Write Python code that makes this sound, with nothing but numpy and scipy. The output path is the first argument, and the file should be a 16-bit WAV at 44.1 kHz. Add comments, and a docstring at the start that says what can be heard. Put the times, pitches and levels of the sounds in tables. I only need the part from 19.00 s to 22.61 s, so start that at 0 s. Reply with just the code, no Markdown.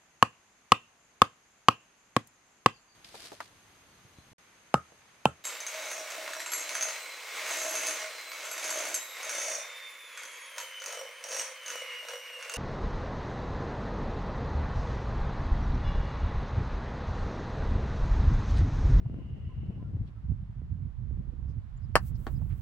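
"""A wooden mallet knocks a croquet ball on an open lawn; a third of a second later ball clicks on ball.
Each blow sums a short pressure pulse, a weaker later one, damped modes and quickly dying scattered noise.
Wind on the microphone is low-frequency noise of uneven level, with single soft bumps.
Far off, an insect is narrow-band noise and a bird is short falling sine notes.
A faint hush, a thin hiss and small rustles are shaped noise."""
import sys
import numpy as np
from scipy import signal
from scipy.fft import rfft, irfft
from scipy.io import wavfile

SR = 44100
rng = np.random.default_rng(int(sys.argv[2]) if len(sys.argv) > 2 else 0)


def unload_audio(sound):
    """Save the sound as a 16-bit wav file, at the path given as the first command line argument."""
    columns = np.transpose(np.atleast_2d(sound))
    # keep every value between -1 and 1, then stretch to whole-number steps
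    steps = np.round(np.clip(columns, -1, 1) * 32767)
    wavfile.write(sys.argv[1], SR, steps.astype(np.int16))


N = 159201
T = np.arange(N) / SR

# Distant outdoor hush, spectrum: frequency_hz, relative_db
AIR_SPECTRUM = [(240, -32.5), (400, -16), (616, -11), (814, -9.5), (1040, -9), (1630, -14), (2090, -17.5),
                (2590, -21), (3070, -22), (16000, -49)]
# Slow change of the hush about its base level: time_s, change_db
AIR_SWING = [(0, 3), (1.0, 2), (1.9, 0.5), (2.9, 3)]
AIR_BASE_DB = -71
# Thin hiss, level before its random wander: time_s, level_db
HISS_LEVEL = [(2.94, -105), (2.97, -77.5), (3.02, -62), (3.08, -56), (3.135, -77), (3.2, -63.5),
              (3.35, -66.5), (3.41, -70), (3.45, -70.5), (3.6, -67.5)]
# Thin hiss, spectrum: frequency_hz, relative_db
HISS_SPECTRUM = [(3500, -9), (5500, -9.5), (8000, -2.5), (10500, -5), (14000, 0.5), (16000, 5.5)]

# Far insect: times in s, centre and width of the upper band in Hz, level before wander in dB
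TRILL_START_S, TRILL_END_S, TRILL_FADE_S = 0.0, 0.9, 0.19
TRILL_HZ, TRILL_WIDTH_HZ, TRILL_DB = 2845, 320, -70.5
# Notes of the far bird: start_s, mid_note_pitch_hz, crest_rms_db
BIRD_NOTES = [(.178, 1040, -69), (.425, 1950, -75), (0.487, 1030, -63), (0.789, 1000, -64),
              (0.835, 1356, -71), (1.148, 1310, -72)]
NOTE_LENGTH_S, NOTE_FALL_HZ_PER_S = 0.053, 200

# Deepest part of the wind, level before panning: time_s, level_db
DEEP_LEVEL = [(0, -44.5), (.95, -50), (1.15, -50.5), (1.3, -41.5), (1.5, -47), (2.2, -41), (2.7, -43),
              (3.1, -38.5), (3.6, -40.5)]
# Deepest part of the wind, spectrum: frequency_hz, relative_db
DEEP_SPECTRUM = [(18, -17), (48, 2.5), (65, 0), (110, -25.5), (400, -85.5)]
# Wind rumble, level before offset, wander and panning: time_s, level_db
RUMBLE_LEVEL = [(0.0, -37.5), (0.42, -41.5), (0.74, -33), (0.77, -37), (0.97, -31), (1.14, -44),
                (1.26, -37), (1.32, -28), (1.35, -39.5), (1.85, -38), (1.96, -49.5), (2.0, -38.5),
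                (2.19, -34.5), (2.24, -45.5), (2.52, -35.5), (2.66, -47.5), (3.2, -32), (3.27, -50),
                (3.33, -30.5), (3.6, -42.5)]
# Wind rumble, spectrum: frequency_hz, relative_db
RUMBLE_SPECTRUM = [(30, -21.5), (65, 2.5), (90, 3), (130, -0.5), (180, -10.5), (250, -22), (400, -42),
                   (800, -90.5)]
# Wind flutter, level before offset, wander and panning: time_s, level_db
FLUTTER_LEVEL = [(0, -55.5), (.16, -49.5), (.42, -58), (.85, -50), (1.0, -55), (1.18, -65.5), (1.32, -65),
                 (1.45, -73), (1.7, -68.5), (1.95, -66.5), (2.17, -56.5), (2.5, -63.5), (2.85, -84.5),
                 (3.1, -59), (3.6, -60.5)]
# Wind flutter, spectrum: frequency_hz, relative_db
FLUTTER_SPECTRUM = [(80, -13.5), (170, 10), (260, 1), (400, -7), (700, -17.5), (1500, -41), (3000, -44),
                    (8000, -64)]
# Soft bumps on the microphone: start_s, peak_db (before panning)
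BUMPS = [(0.098, -32), (0.143, -29.5), (.187, -33.5), (.492, -44.5), (0.633, -35), (0.827, -33),
         (0.969, -35), (1.32, -37.5), (1.618, -38.5), (2.111, -39), (2.174, -41.5), (2.335, -42.5),
         (2.5, -44)]
# Pressure pulse of one bump, spectrum: frequency_hz, relative_db
BUMP_SPECTRUM = [(30, -9), (110, 5.5), (250, 2.5), (500, -12), (900, -28), (2000, -38), (6000, -73.5)]
# Side from which the wind strikes: time_s, left_minus_right_db
WIND_PAN = [(1.05, 1.5), (1.3, -9), (1.5, -1.5), (1.7, -9), (3.6, -11)]

# Faint ticks, peeps and rustles: start_s, crest_rms_db (before panning), centre_hz, width_hz, length_s
RUSTLES = [(0.056, -50.5, 685, 450, 0.01), (1.058, -69.5, 2930, 2970, 0.044),
           (2.471, -76.5, 5250, 1990, 0.062), (2.769, -67, 7120, 160, 0.015), (2.818, -74, 4950, 150, .05),
           (3.144, -68, 4970, 1800, 0.03), (3.351, -70, 4940, 201, 0.03), (3.406, -55.5, 665, 686, 0.027),
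           (3.487, -62.5, 1610, 2240, 0.064)]

# Left-right likeness of the scattered sound: frequency_hz, correlation
SCATTER_LIKENESS = [(300, 0.91), (1000, 0.016), (2000, -0.073), (4800, -0.41), (9000, 0.35), (15000, -0.14)]
FAR_TAIL_CUT_HZ = 2300  # late returns lose their treble

# Ball on ball: onset in s, pulse peak in dB; its echo: delay in s, peak in dB
CLICK_S, CLICK_DB = 3.2677, -27
CLICK_ECHO_S, CLICK_ECHO_DB = 0.009, -35
# Click pulse, spectrum: frequency_hz, relative_db
CLICK_PULSE = [(150, -44), (350, 5.5), (800, 3.5), (1750, 8.5), (2500, -32), (4200, -24), (6000, -21),
               (8000, -30), (11000, -40), (14500, -28)]
# Damped modes of the click: frequency_hz, initial_level_db, t60_s
CLICK_MODES = [(344, -44, 0.094), (793, -39.5, 0.044), (925, -42, 0.062), (1125, -42.5, 0.074),
               (1780, -48.5, 0.061), (3210, -45.5, 0.021), (4430, -55, .04)]
# Scatter of the click, spectrum: frequency_hz, relative_db
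CLICK_SCATTER = [(250, 10.5), (800, 3.5), (1700, -2), (2500, -11.5), (3400, -12), (4500, -15), (5500, -24),
                 (8000, -24), (14000, -57)]

# Mallet on ball: onset in s, lag of the right ear in s, delay of the duller second pulse in s
KNOCK_S, KNOCK_LAG_S, SECOND_DELAY_S = 2.9551, 0.00008, 0.0087
# Peaks of the two pulses before panning, in dB
KNOCK_DB, SECOND_DB = 0.5, -10
# First knock pulse, spectrum: frequency_hz, relative_db
KNOCK_PULSE = [(120, -16), (320, 4.5), (500, 8), (900, 5), (1600, 0), (2300, -3), (3100, -14.5),
               (3600, -21.5), (4600, -12), (6500, -29), (8600, -34), (15000, -44.5)]
# Second knock pulse, spectrum: frequency_hz, relative_db
SECOND_PULSE = [(300, -23.5), (700, -5), (1220, 7), (1650, 2.5), (2200, -21.5), (3600, -22.5),
                (5000, -19.5), (15000, -53.5)]
# Bright crack of the contact, spectrum: frequency_hz, relative_db
CRACK_SPECTRUM = [(1000, -23.5), (3500, -31.5), (4800, 8), (6500, -23), (8600, 8.5), (11000, -17.5),
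                  (13000, 1), (16000, -11)]
# Damped modes of mallet and ball: frequency_hz, initial_level_db (before panning), t60_s
KNOCK_MODES = [(489, -25, .04), (775, -22.5, 0.072), (925, -23.5, .055), (1137, -23, 0.073),
               (1523, -26, .04), (1766, -25.5, 0.073), (2310, -38, 0.026), (2788, -46, 0.072),
               (3100, -27.5, 0.028), (4660, -43, 0.014), (5190, -38, .033), (5360, -42.5, 0.029),
               (8710, -37.5, 0.043)]
# Scatter of the knock, spectrum: frequency_hz, relative_db
KNOCK_SCATTER = [(200, 0.5), (500, -2), (1000, 5), (1750, 2.5), (2300, -7), (3000, -6.5), (3600, -24),
                 (4500, -5.5), (5400, -12.5), (6500, -19.5), (8600, -17), (11000, -24.5), (15000, -32)]


def from_db(db):
    """Amplitude ratio: 20 dB is a factor of ten."""
    return 10 ** (np.asarray(db) / 20)


def rms_one(x):
    """Normalisation by the root of the mean power."""
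    return x / np.sqrt(np.mean(x ** 2) + 1e-20)


def over_time(rows):
    """Linear interpolation of a table over time."""
    return np.interp(T, *np.transpose(rows))


def level(rows):
    """Amplitude envelope, linear in decibels between its points."""
    return from_db(over_time(rows))


def at_hz(points, hz):
    """Interpolation on a logarithmic frequency axis."""
    f, value = np.transpose(points)
    return np.interp(np.log(hz + 1), np.log(f), value)


def panned(x, pan_db):
    """Interchannel level difference: left exceeds right by pan_db."""
    return x * from_db(np.array([[0.5], [-0.5]]) * pan_db)


def drift(hz):
    """Low-pass random process: noise halved in amplitude at hz, with rms 1."""
    f = np.fft.rfftfreq(N, 1 / SR)
    return rms_one(irfft(rfft(rng.standard_normal(N)) / (1 + (f / hz) ** 2), N))


def noise(spectrum, alike):
    """Partly coherent stereo noise, rms 1: mid and side weights set the left-right correlation."""
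    f = np.fft.rfftfreq(N, 1 / SR)
    # alike is one correlation or a table over frequency
    correlation = np.clip(alike if np.isscalar(alike) else at_hz(alike, f), -1, 1)
    mid, side = rfft(rng.standard_normal((2, N))) * from_db(at_hz(spectrum, f))
    mid = np.sqrt(1 + correlation) * mid
    side = np.sqrt(1 - correlation) * side
    return rms_one(irfft(mid + side * [[1], [-1]], N))


def band(hz, width_hz):
    """Resonance-shaped noise, rms 1: width_hz is the full width at half amplitude."""
    f = np.fft.rfftfreq(N, 1 / SR)
    resonance = 1 / (1 + (2 * (f - hz) / width_hz) ** 2)
    return rms_one(irfft(rfft(rng.standard_normal((2, N))) * resonance, N))


def swell(start, length):
    """Half-sine envelope: a smooth rise and fall."""
    return np.sin(np.pi * np.clip((T - start) / length, 0, 1))


def pulse(start, spectrum, size=4096):
    """Minimum-phase pulse, peak 1: a folded cepstrum makes the given spectrum causal."""
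    magnitude = from_db(at_hz(spectrum, np.fft.rfftfreq(size, 1 / SR)))
    cepstrum = irfft(np.log(magnitude))
    cepstrum[1:size // 2] *= 2
    cepstrum[size // 2:] = 0
    shape = irfft(np.exp(rfft(cepstrum)))
    shape = shape / np.abs(shape).max()
    return np.interp((T - start) * SR, np.arange(size), shape, left=0, right=0)


def decay(start, t60):
    """Exponential decay from 1: the amplitude falls 60 dB in t60 seconds."""
    return (T >= start) * np.exp(-np.log(1000) * np.clip((T - start) / t60, 0, 10))


def ring(start, modes):
    """Modal superposition: a blow sets off damped sines."""
    return sum(from_db(db) * decay(start, t60) * np.sin(2 * np.pi * hz * (T - start))
               for hz, db, t60 in modes)


def scatter(start, spectrum, near_db, near_t60, far_db, far_t60):
    """Diffuse scattering: a short burst from close by and a weaker, duller, longer tail."""
    near = noise(spectrum, SCATTER_LIKENESS)
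    far = noise(spectrum, SCATTER_LIKENESS)
    far = signal.sosfilt(signal.butter(2, FAR_TAIL_CUT_HZ, fs=SR, output="sos"), far)
    near_burst = from_db(near_db) * decay(start, near_t60) * near
    far_tail = from_db(far_db) * decay(start, far_t60) * far
    return near_burst + far_tail


def air():
    """Diffuse ambience: nearly uncorrelated stereo noise forms the distant hush."""
    return from_db(AIR_BASE_DB) * level(AIR_SWING) * noise(AIR_SPECTRUM, alike=0.038)


def hiss():
    """Amplitude-modulated treble noise: a thin hiss rises around the knock and wavers."""
    wander = from_db(2 * drift(25))
    return panned(level(HISS_LEVEL) * wander * noise(HISS_SPECTRUM, alike=0.062), pan_db=3.5)


def insect():
    """Narrow-band noise: a trill in two bands, the lower weaker, of randomly wavering level."""
    fade = np.clip(np.minimum(T - TRILL_START_S, TRILL_END_S - T) / TRILL_FADE_S, 0, 1)
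    envelope = from_db(TRILL_DB + 1.4 * drift(40)) * fade
    upper = band(TRILL_HZ, TRILL_WIDTH_HZ)
    lower = from_db(-7.5) * band(hz=2100, width_hz=380)
    return envelope * (upper + lower)


def bird():
    """Frequency modulation: soft sine notes glide downward with a small random waver."""
    waver_hz = 24 * drift(90)
    notes = 0
    for start, hz, db in BIRD_NOTES:
        fall_hz = NOTE_FALL_HZ_PER_S * (T - start - NOTE_LENGTH_S / 2)
        phase = 2 * np.pi * np.cumsum(hz + waver_hz - fall_hz) / SR
        notes = notes + from_db(db) * swell(start, NOTE_LENGTH_S) * np.sqrt(2) * np.sin(phase)
    return notes


def bumps():
    """Impulsive pressure: short dull puffs at the microphone."""
    return sum(from_db(db) * pulse(start, BUMP_SPECTRUM) for start, db in BUMPS)


def wind():
    """Turbulent pressure at the microphone: three noise bands and bumps, shifting mainly to the right."""
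    deep = level(DEEP_LEVEL) * noise(DEEP_SPECTRUM, alike=0.23)
    # the constants are level offsets in dB, the factors on drift its spread in dB
    rumble_wander = from_db(-1.5 + 3.5 * drift(20))
    rumble = level(RUMBLE_LEVEL) * rumble_wander * noise(RUMBLE_SPECTRUM, alike=0.87)
    flutter_wander = from_db(2.5 + 3.07 * drift(32))
    flutter = level(FLUTTER_LEVEL) * flutter_wander * noise(FLUTTER_SPECTRUM, alike=0.54)
    return panned(deep + rumble + flutter + bumps(), over_time(WIND_PAN))


def rustles():
    """Band-limited noise bursts: faint ticks, peeps and brushes of grass swell briefly."""
    return sum(from_db(db) * swell(start, length) * band(hz, width)
               for start, db, hz, width, length in RUSTLES)


def click():
    """Impact of ball on ball: a pulse excites damped modes; an echo and scatter follow."""
    # minus signs set the polarity
    direct = -from_db(CLICK_DB) * pulse(CLICK_S, CLICK_PULSE) - ring(CLICK_S, CLICK_MODES)
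    echo = -from_db(CLICK_ECHO_DB) * pulse(CLICK_S + CLICK_ECHO_S, CLICK_PULSE)
    around = scatter(CLICK_S + 0.0009, CLICK_SCATTER,
                     near_db=-36, near_t60=0.087, far_db=-41.5, far_t60=0.12)
    return direct + echo + around


def lagged_pulse(start, spectrum):
    """Interaural time difference: the pulse reaches the right ear slightly later."""
    return np.array([pulse(start + lag, spectrum) for lag in (0, KNOCK_LAG_S)])


def knock():
    """Impact of mallet on ball: two pulses, a bright contact crack, damped modes and scatter."""
    first = from_db(KNOCK_DB) * lagged_pulse(KNOCK_S, KNOCK_PULSE)
    second = from_db(SECOND_DB) * lagged_pulse(KNOCK_S + SECOND_DELAY_S, SECOND_PULSE)
    crack = from_db(-25.5) * decay(KNOCK_S + 0.0004, t60=0.012) * noise(CRACK_SPECTRUM, SCATTER_LIKENESS)
    modes = -ring(KNOCK_S, KNOCK_MODES)
    around = scatter(KNOCK_S + 0.0015, KNOCK_SCATTER,
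                     near_db=-18.0, near_t60=0.07, far_db=-28.5, far_t60=0.11)
    pulses = panned(first, pan_db=0.5) + panned(second, pan_db=-4.0)
    return pulses + panned(crack, pan_db=5) + panned(modes, pan_db=-0.5) + around


def scene():
    """Linear superposition: the two blows over wind and a quiet lawn."""
    hush = air()
    thin_hiss = hiss()
    blows = knock() + click()
    surroundings = wind() + insect() + bird()
    lawn = panned(hush + rustles(), pan_db=-2.5)
    return blows + surroundings + thin_hiss + lawn


def record(dry):
    """Amplitude limiting and band limiting: peaks are clipped, then the extreme treble is removed."""
    ceiling = 0.83
    # 70 dB of rejection from 16700 Hz upward
    treble_cut = signal.cheby2(16, 70, 16700, fs=SR, output="sos")
    return signal.sosfilt(treble_cut, np.clip(dry, -ceiling, ceiling))


dry = scene()
out = record(dry)
unload_audio(out)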